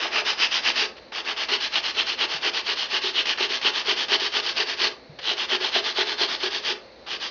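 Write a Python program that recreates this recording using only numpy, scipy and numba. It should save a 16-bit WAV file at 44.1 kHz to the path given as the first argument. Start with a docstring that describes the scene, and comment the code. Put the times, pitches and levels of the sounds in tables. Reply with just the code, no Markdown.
"""Sandpaper on a wooden strip

In a workshop, folded sandpaper rubs to and fro along a thin strip held over a slatted bench.
Random grit catches make a hiss that follows hand speed and drive resonances of the strip and the boards.
Bumps ring the bench, soft wrist thumps ring one low mode, and the paper lands or bites as fading scuffs.
Decaying noise gives the room's echoes; coloured noise and a mains hum lie beneath, in a narrow microphone channel.
"""
import sys
import numpy as np
from scipy import signal
from scipy.fft import rfft, irfft
from scipy.io import wavfile
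from scipy.ndimage import uniform_filter1d
from numba import njit

SR = 44100
rng = np.random.default_rng(int(sys.argv[2]) if len(sys.argv) > 2 else 0)


def store_pcm(level_fs):
    """Save levels as 16-bit WAV."""
    pcm = np.round(np.clip(level_fs, -1, 1) * 32767).astype(np.int16)
    wavfile.write(sys.argv[1], SR, np.atleast_2d(pcm).T)


def boost_factor(decibels):
    """Convert a level in decibels to a linear amplitude factor."""
    exponent = np.asarray(decibels, float) / 20
    return 10 ** exponent


N = 321930
TIME = np.arange(N) / SR


def rms_one(x):
    """Scale to an rms of 1."""
    return x / np.sqrt(np.mean(x ** 2) + 1e-20)


def cut(x, hz, kind):
    """Second-order low or high pass."""
    return signal.sosfilt(signal.butter(2, hz, kind, fs=SR, output="sos"), x)


def coloured(x, points):
    """Causal minimum-phase filter following a (f/Hz, level/dB) curve on a log axis."""
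    curve_hz, curve_db = np.transpose(points)
    hz = np.linspace(0, SR / 2, 2049)
    db = np.interp(np.log(hz + 1), np.log(curve_hz), curve_db)
    cepstrum = irfft(db * np.log(10) / 20)
    cepstrum[1:2048] *= 2      # folding the cepstrum forward makes the response causal
    cepstrum[2049:] = 0
    response = irfft(np.exp(rfft(cepstrum)))
    return signal.fftconvolve(x, response)[:N]


def drift(rate):
    """Random wandering of rms 1: noise through two equal low passes at rate Hz."""
    r = np.exp(-2 * np.pi * rate / SR)
    wander = signal.lfilter([1], [1, -2 * r, r * r], rng.standard_normal(N + SR))
    return rms_one(wander[SR:])      # the first second lets the filter settle


def ring(force, hz, t60):
    """A damped mode: a unit click sets a sine of height 1 ringing."""
    r, w = boost_factor(-60 / (t60 * SR)), 2 * np.pi * hz / SR
    return signal.lfilter([0, np.sin(w)], [1, -2 * r * np.cos(w), r * r], force + 1e-18)


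@njit
def gliding(x, turn, r):
    """Resonance whose centre moves sample by sample."""
    y = np.zeros_like(x)
    for i in range(2, len(x)):
        drive = (1 - r * r) / 2 * (x[i] - x[i - 2])
        y[i] = drive + r * turn[i] * y[i - 1] - r * r * y[i - 2]
    return y


# How bright the rubbed grit is before it is split into hiss, rumble and rings: f/Hz, level/dB
GRIT_COLOUR = [(88, -60), (150, -25.5), (292, -16), (361, -7), (551, -14.5), (870, -6), (943, -7),
               (1040, -6.5), (2230, -6), (3250, 0), (3640, 0.5), (5120, -4), (6230, -13), (7330, -15.5),
               (9530, -68), (16100, -120)]


def sanding():
    """One grain train feeds hiss, rumble, the strip's three rings and the bench."""
    middle = np.mean(np.array(STROKES)[:, :2], axis=1)
    *curves, stroke_rumble_db = stroke_colour(middle)
    ring_hz, ring_db, upper_hz, upper_db, shake_db = (np.interp(TIME, middle, c) for c in curves)
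    speed, rumble_db = hand_speed(stroke_rumble_db)

    grains = grit(per_s=16000, spread_db=2.5)
    rasp = coloured(grains, GRIT_COLOUR)
    rumble_top_hz = 1750
    hiss = boost_factor(-6.5) * rms_one(cut(rasp, rumble_top_hz, "high"))
    rumble = boost_factor(rumble_db) * rms_one(cut(rasp, rumble_top_hz, "low"))

    usual_speed = uniform_filter1d(speed, size=SR // 8)
    pace = (speed / (usual_speed + 0.0011)) ** 0.77      # the ring sings out at top speed
    main_ring = pace * boost_factor(ring_db) * strip_ring(rasp, ring_hz, width_hz=910)
    upper_ring = boost_factor(upper_db) * strip_ring(rasp, upper_hz, width_hz=550)
    low_ring = boost_factor(-23.5 + 5.5 * drift(16)) * strip_ring(rasp, 1584, width_hz=600)
    strip = main_ring - upper_ring - low_ring
    return speed * (hiss - rumble + strip) + bench(grains * speed * boost_factor(shake_db))


def grit(per_s, spread_db):
    """Grains catch and let go at random, in clumps as the paper chatters."""
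    sizes = boost_factor(spread_db * np.minimum(rng.exponential(1, N), 5)) * rng.choice([-1, 1], N)
    catches = rng.random(N) < per_s / SR
    chatter = boost_factor(1.1 * drift(160))
    return rms_one(sizes * catches * chatter)


# Each rub of the hand: start t/s, end t/s, top hand-speed level/dB
STROKES = [(-0.026, 0.102, -24.5), (0.094, 0.226, -21), (0.242, 0.35, -19), (0.363, 0.479, -17.5),
           (0.503, 0.612, -18), (0.611, 0.727, -18.5), (0.741, 0.874, -18), (1.127, 1.23, -26.5),
           (1.227, 1.345, -26), (1.369, 1.469, -24), (1.478, 1.581, -22.5), (1.595, 1.692, -22.5),
           (1.702, 1.813, -21), (1.823, 1.933, -22.5), (1.93, 2.042, -21), (2.053, 2.159, -23.0),
           (2.164, 2.268, -21), (2.279, 2.399, -24), (2.4, 2.509, -20.5), (2.527, 2.624, -22.5),
           (2.63, 2.756, -24), (2.752, 2.883, -24), (2.877, 3.001, -21), (3.008, 3.126, -22.5),
           (3.12, 3.237, -21), (3.263, 3.347, -20), (3.364, 3.478, -21), (3.485, 3.597, -22.5),
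           (3.611, 3.712, -19), (3.728, 3.836, -22), (3.834, 3.949, -19.5), (3.954, 4.063, -21),
           (4.077, 4.175, -18.5), (4.204, 4.297, -22), (4.302, 4.418, -21.5), (4.421, 4.539, -23.5),
           (4.536, 4.648, -21.5), (4.659, 4.761, -24), (4.757, 4.897, -20.5), (5.204, 5.353, -24),
           (5.363, 5.471, -23.5), (5.473, 5.577, -20.5), (5.594, 5.711, -23), (5.701, 5.814, -21),
           (5.826, 5.939, -23.5), (5.933, 6.048, -21.5), (6.048, 6.163, -24.5), (6.161, 6.27, -21),
           (6.271, 6.385, -24), (6.376, 6.498, -24), (6.497, 6.617, -25), (6.609, 6.746, -23),
           (7.061, 7.181, -26.5), (7.194, 7.304, -25.5)]
# The paper lands or bites at a turn:
# t/s, hand-speed level/dB, 60 dB fade t/s, wood rumble drive level/dB
TOUCHES = [(0.965, -38.5, 0.08, -7), (0.979, -50, 0.056, 4), (1.119, -30.5, 0.049, 2.5),
           (1.362, -26, 0.11, -9), (1.483, -26.5, 0.15, -5), (2.664, -23.5, 0.022, -10),
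           (3.254, -17, 0.069, -12), (3.373, -31, 0.12, -4.5), (3.611, -24.5, 0.069, -9),
           (4.081, -27.5, 0.086, -7.5), (4.196, -16, 0.064, -13.5), (5.186, -36.5, 0.087, 5.5),
           (7.061, -38.5, 0.12, -2)]


def hand_speed(stroke_rumble_db):
    """Each stroke is a leaning half sine and each touch a fading scuff; both set the wood's rumble."""
    lean, peakedness = (0.46, 0.62), 0.99      # share of the stroke at top speed (pull, push); exponent
    landing_s = .005
    speed, rumble_db = np.zeros(N), np.zeros(N)
    for (start, end, db), push, low_db in zip(STROKES, pushes(), stroke_rumble_db):
        span = slice(max(round(start * SR), 0), round(end * SR))
        part = np.clip((TIME[span] - start) / (end - start), 0, 1)
        part = part ** (np.log(.5) / np.log(lean[push]))
        speed[span] += boost_factor(db) * np.abs(np.sin(np.pi * part)) ** peakedness
        rumble_db[span.start:] = low_db
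    for s, db, t60, low_db in TOUCHES:
        at = round(s * SR)
        after = TIME[:N - at]
        fade = boost_factor(db - 60 * np.minimum(after / t60, 4))
        speed[at:] += fade * np.minimum(after / landing_s, 1)
        rumble_db[at:at + round(t60 * SR / 4)] = low_db
    return speed, uniform_filter1d(rumble_db, size=400)


# First direction of each bout of strokes: 1 push, 0 pull
OPENS_WITH_PUSH = (0, 0, 1, 1)


def pushes():
    """1 for a push, 0 for a pull: the direction alternates within a bout."""
    pause_s = .15      # a longer gap opens a new bout
    start, end, _ = np.transpose(STROKES)
    opens = np.r_[True, start[1:] - end[:-1] > pause_s]
    count = np.arange(len(start))
    first = np.maximum.accumulate(count * opens)
    opening = np.array(OPENS_WITH_PUSH)[np.cumsum(opens) - 1]
    return (opening + count - first) % 2


# Grip on the strip while pushing, before pull and scatter:
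# t/s, main ring f/Hz, main ring level/dB, upper ring f/Hz, upper ring level/dB
GRIP = [(0.1, 2714, -4.5, 4580, -8.5), (0.6, 2840, -10, 4710, -6), (0.85, 2624, -3, 4330, -8),
        (1.2, 2890, -7.5, 4290, -11), (1.6, 2974, -11.5, 3890, -7), (2.1, 2930, -6, 3890, -9),
        (2.6, 2940, -7.5, 4200, -7), (3.3, 2990, -8, 3870, -8), (4.0, 3040, -9.5, 4170, -7),
        (4.6, 2960, -15, 4380, -3.5), (5.3, 3076, -5.5, 3950, -7.5), (5.7, 3046, -5.5, 4020, -6.5),
        (6.1, 3240, -14, 3860, -6), (6.7, 3230, -17, 4480, -6.5), (7.15, 3100, -12, 4190, -7.5)]
# How firmly the work bears on the bench while pushing, before pull:
# t/s, wood rumble drive level/dB, bench shake drive level/dB
BEARING = [(0.05, -5, -10.5), (0.4, -11.5, -35.5), (0.8, -10.5, -17), (1.2, -5, -19.5),
           (1.75, -11.5, -25.5), (2.3, -7, -18.5), (3.1, -12, -22.5), (3.5, -8.5, -22.5), (4.2, -9, -20),
           (4.8, -8, -17.5), (5.3, -10.5, -25.5), (5.55, -7, -19), (6.1, -7.5, -16.5), (6.7, -10, -16.5),
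           (7.15, -11.5, -21)]
# A pull presses less; change from a push: main ring, upper ring, rumble, shake, each level/dB
PULL_CHANGE = (-7, -2.5, -2.5, -6)


def stroke_colour(middle):
    """Slow grip and bearing curves per stroke, changed on pulls, with the ring levels scattered."""
    ring_hz, ring_db, upper_hz, upper_db = along(GRIP, middle)
    rumble_db, shake_db = along(BEARING, middle)
    pull = 1 - pushes()
    scatter_db = 1.3 * rng.normal(0, 1, (len(middle), 2))
    ring_hz = ring_hz * 1.04 ** pull      # the main ring sits a little higher on a pull
    ring_db = ring_db + PULL_CHANGE[0] * pull + scatter_db[:, 0]
    upper_db = upper_db + PULL_CHANGE[1] * pull + scatter_db[:, 1]
    rumble_db = rumble_db + PULL_CHANGE[2] * pull
    shake_db = shake_db + PULL_CHANGE[3] * pull
    return ring_hz, ring_db, upper_hz, upper_db, shake_db, rumble_db


def along(rows, s):
    """The columns of a curve at times s."""
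    times, *columns = np.transpose(rows)
    return [np.interp(s, times, c) for c in columns]


def strip_ring(rasp, hz, width_hz):
    """Two passes through a wandering resonance keep its flanks steep; rms 1."""
    wander = 1 + .025 * drift(25)      # fingers shift the free length
    turn = 2 * np.cos(2 * np.pi * hz * wander / SR)
    r = np.exp(-np.pi * width_hz / SR)
    return rms_one(gliding(gliding(rasp, turn, r), turn, r))


# The hand bumps the bench: t/s, blow level/dB, level/dB added to boards above 550 Hz
BUMPS = [(0.052, -38.5, 25.5), (0.178, -40.5, 23), (0.216, -34.5, 19), (1.516, -26, 6), (1.96, -32.5, -9),
         (2.222, -32.5, -12), (2.448, -36.5, -1), (2.682, -35, -2), (2.926, -30, -9), (3.037, -25.5, -11),
         (3.402, -22.5, 8.5), (3.502, -32, -9), (3.646, -25, -11), (3.879, -24.5, -8), (4.114, -23, -11),
         (4.214, -26.5, -19), (4.355, -31, -12), (4.593, -27, 4), (4.81, -31, -4), (5.309, -30.5, 16),
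         (5.523, -22, -12), (5.605, -27.5, -8), (5.757, -21.5, 16), (5.981, -22, 8), (6.069, -33, 12),
         (6.207, -22, 9), (6.433, -28, -11)]
# Modes of the bench boards: f/Hz, drive level/dB, 60 dB decay t/s
BOARDS = [(245, -15, .1), (368, -2, .14), (420, -1, .12), (505, -13, .07), (610, -10, .05), (695, -8, .06),
          (760, -12, .05), (885, -11, .09), (1040, -11, .07), (1190, -12, .07), (1350, -13, .08),
          (1490, -12, .07)]


def bench(shake):
    """The boards ring from the rubbing and from each bump, with new mode strengths per bump."""
    knuckle_hz, scatter_db = 700, 1.5      # softness of the blow, spread of mode strength
    s, blow_db, upper_db = np.transpose(BUMPS)
    chance = rng.normal(0, 1, (len(s), len(BOARDS)))
    out = np.zeros(N)
    for k, (hz, db, t60) in enumerate(BOARDS):
        blows = np.zeros(N)
        mode_db = blow_db + db + upper_db * (hz > 550) + scatter_db * chance[:, k]
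        blows[(s * SR).astype(int)] = boost_factor(mode_db)
        soft_blows = cut(cut(blows, knuckle_hz, "low"), knuckle_hz, "low")
        steady = shake * boost_factor(db) / np.sqrt(t60 * SR / (4 * np.log(1000)))      # evened for ring time
        out += (-1) ** k * ring(soft_blows + steady, hz, t60)
    return cut(out, 250, "high")      # narrow slats radiate no deep bass


# Soft wrist thumps: t/s, push level/dB before softening, mode f/Hz
THUMPS = [(1.739, -47, 162), (2.343, -39, 163), (5.093, -34, 153)]


def thumps():
    """A padded push rings one low, short mode."""
    out = np.zeros(N)
    for s, db, hz in THUMPS:
        push = boost_factor(db) * (np.arange(N) == round(s * SR))
        padded = cut(cut(push, 220, "low"), 100, "high")
        out += ring(padded, hz, t60=.1)
    return out


def workshop(x):
    """Dense echoes: noise that starts after the first wall and dies away, the treble sooner."""
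    after = TIME[:SR // 2]
    noise = rng.standard_normal(SR // 2)
    dull = cut(noise, 1800, "low")
    bright = noise - dull
    dull_t60_s, bright_t60_s, bright_db = 0.31, 0.23, -2
    echoes = dull * boost_factor(-60 * after / dull_t60_s) + bright * boost_factor(bright_db - 60 * after / bright_t60_s)
    echoes = echoes * np.clip(after / 0.024 - .5, 0, 1)      # silent for 12 ms, full at 36 ms
    return signal.fftconvolve(x, echoes / np.sqrt(np.sum(echoes ** 2)))[:N]


# Colour of the room's noise floor: f/Hz, relative level/dB
FLOOR_COLOUR = [(30, -25.5), (75, -14), (160, -16.5), (240, -8.5), (400, -9.5), (520, -1.5), (700, -10.5),
                (1500, -18.5), (2070, -16), (3300, -24), (4100, -14.5), (4450, -15), (4900, -24),
                (6600, -34), (7400, -53.5), (9500, -88)]


def background():
    """Room noise and a mains hum, both wavering slightly in level."""
    floor_db, hum_hz, hum_db = -48, 58.4, -66      # mean levels: floor rms, hum peak
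    noise = rms_one(coloured(rng.standard_normal(N), FLOOR_COLOUR))
    hum = np.sin(2 * np.pi * hum_hz * TIME)
    return boost_factor(floor_db + 1.0 * drift(5.4)) * noise + boost_factor(hum_db + .7 * drift(4)) * hum


def scene():
    """The work, its echoes 12 dB down through the room, and the floor beneath, in mono."""
    work = sanding() + thumps()
    return (work + boost_factor(-12) * workshop(work) + background())[None]


def roll_off(x):
    """The treble ends steeply here."""
    return signal.sosfilt(signal.butter(12, 7480, fs=SR, output="sos"), x)


def record(dry):
    """A narrow microphone channel: the bass is cut and the top rolls off steeply."""
    no_bass = cut(dry, 28, "high")
    steep_top = signal.cheby2(10, 60, 7900, fs=SR, output="sos")      # 60 dB down from 7900 Hz
    narrow = signal.sosfilt(steep_top, no_bass)
    return roll_off(narrow)


dry = scene()
out = record(dry)
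store_pcm(out)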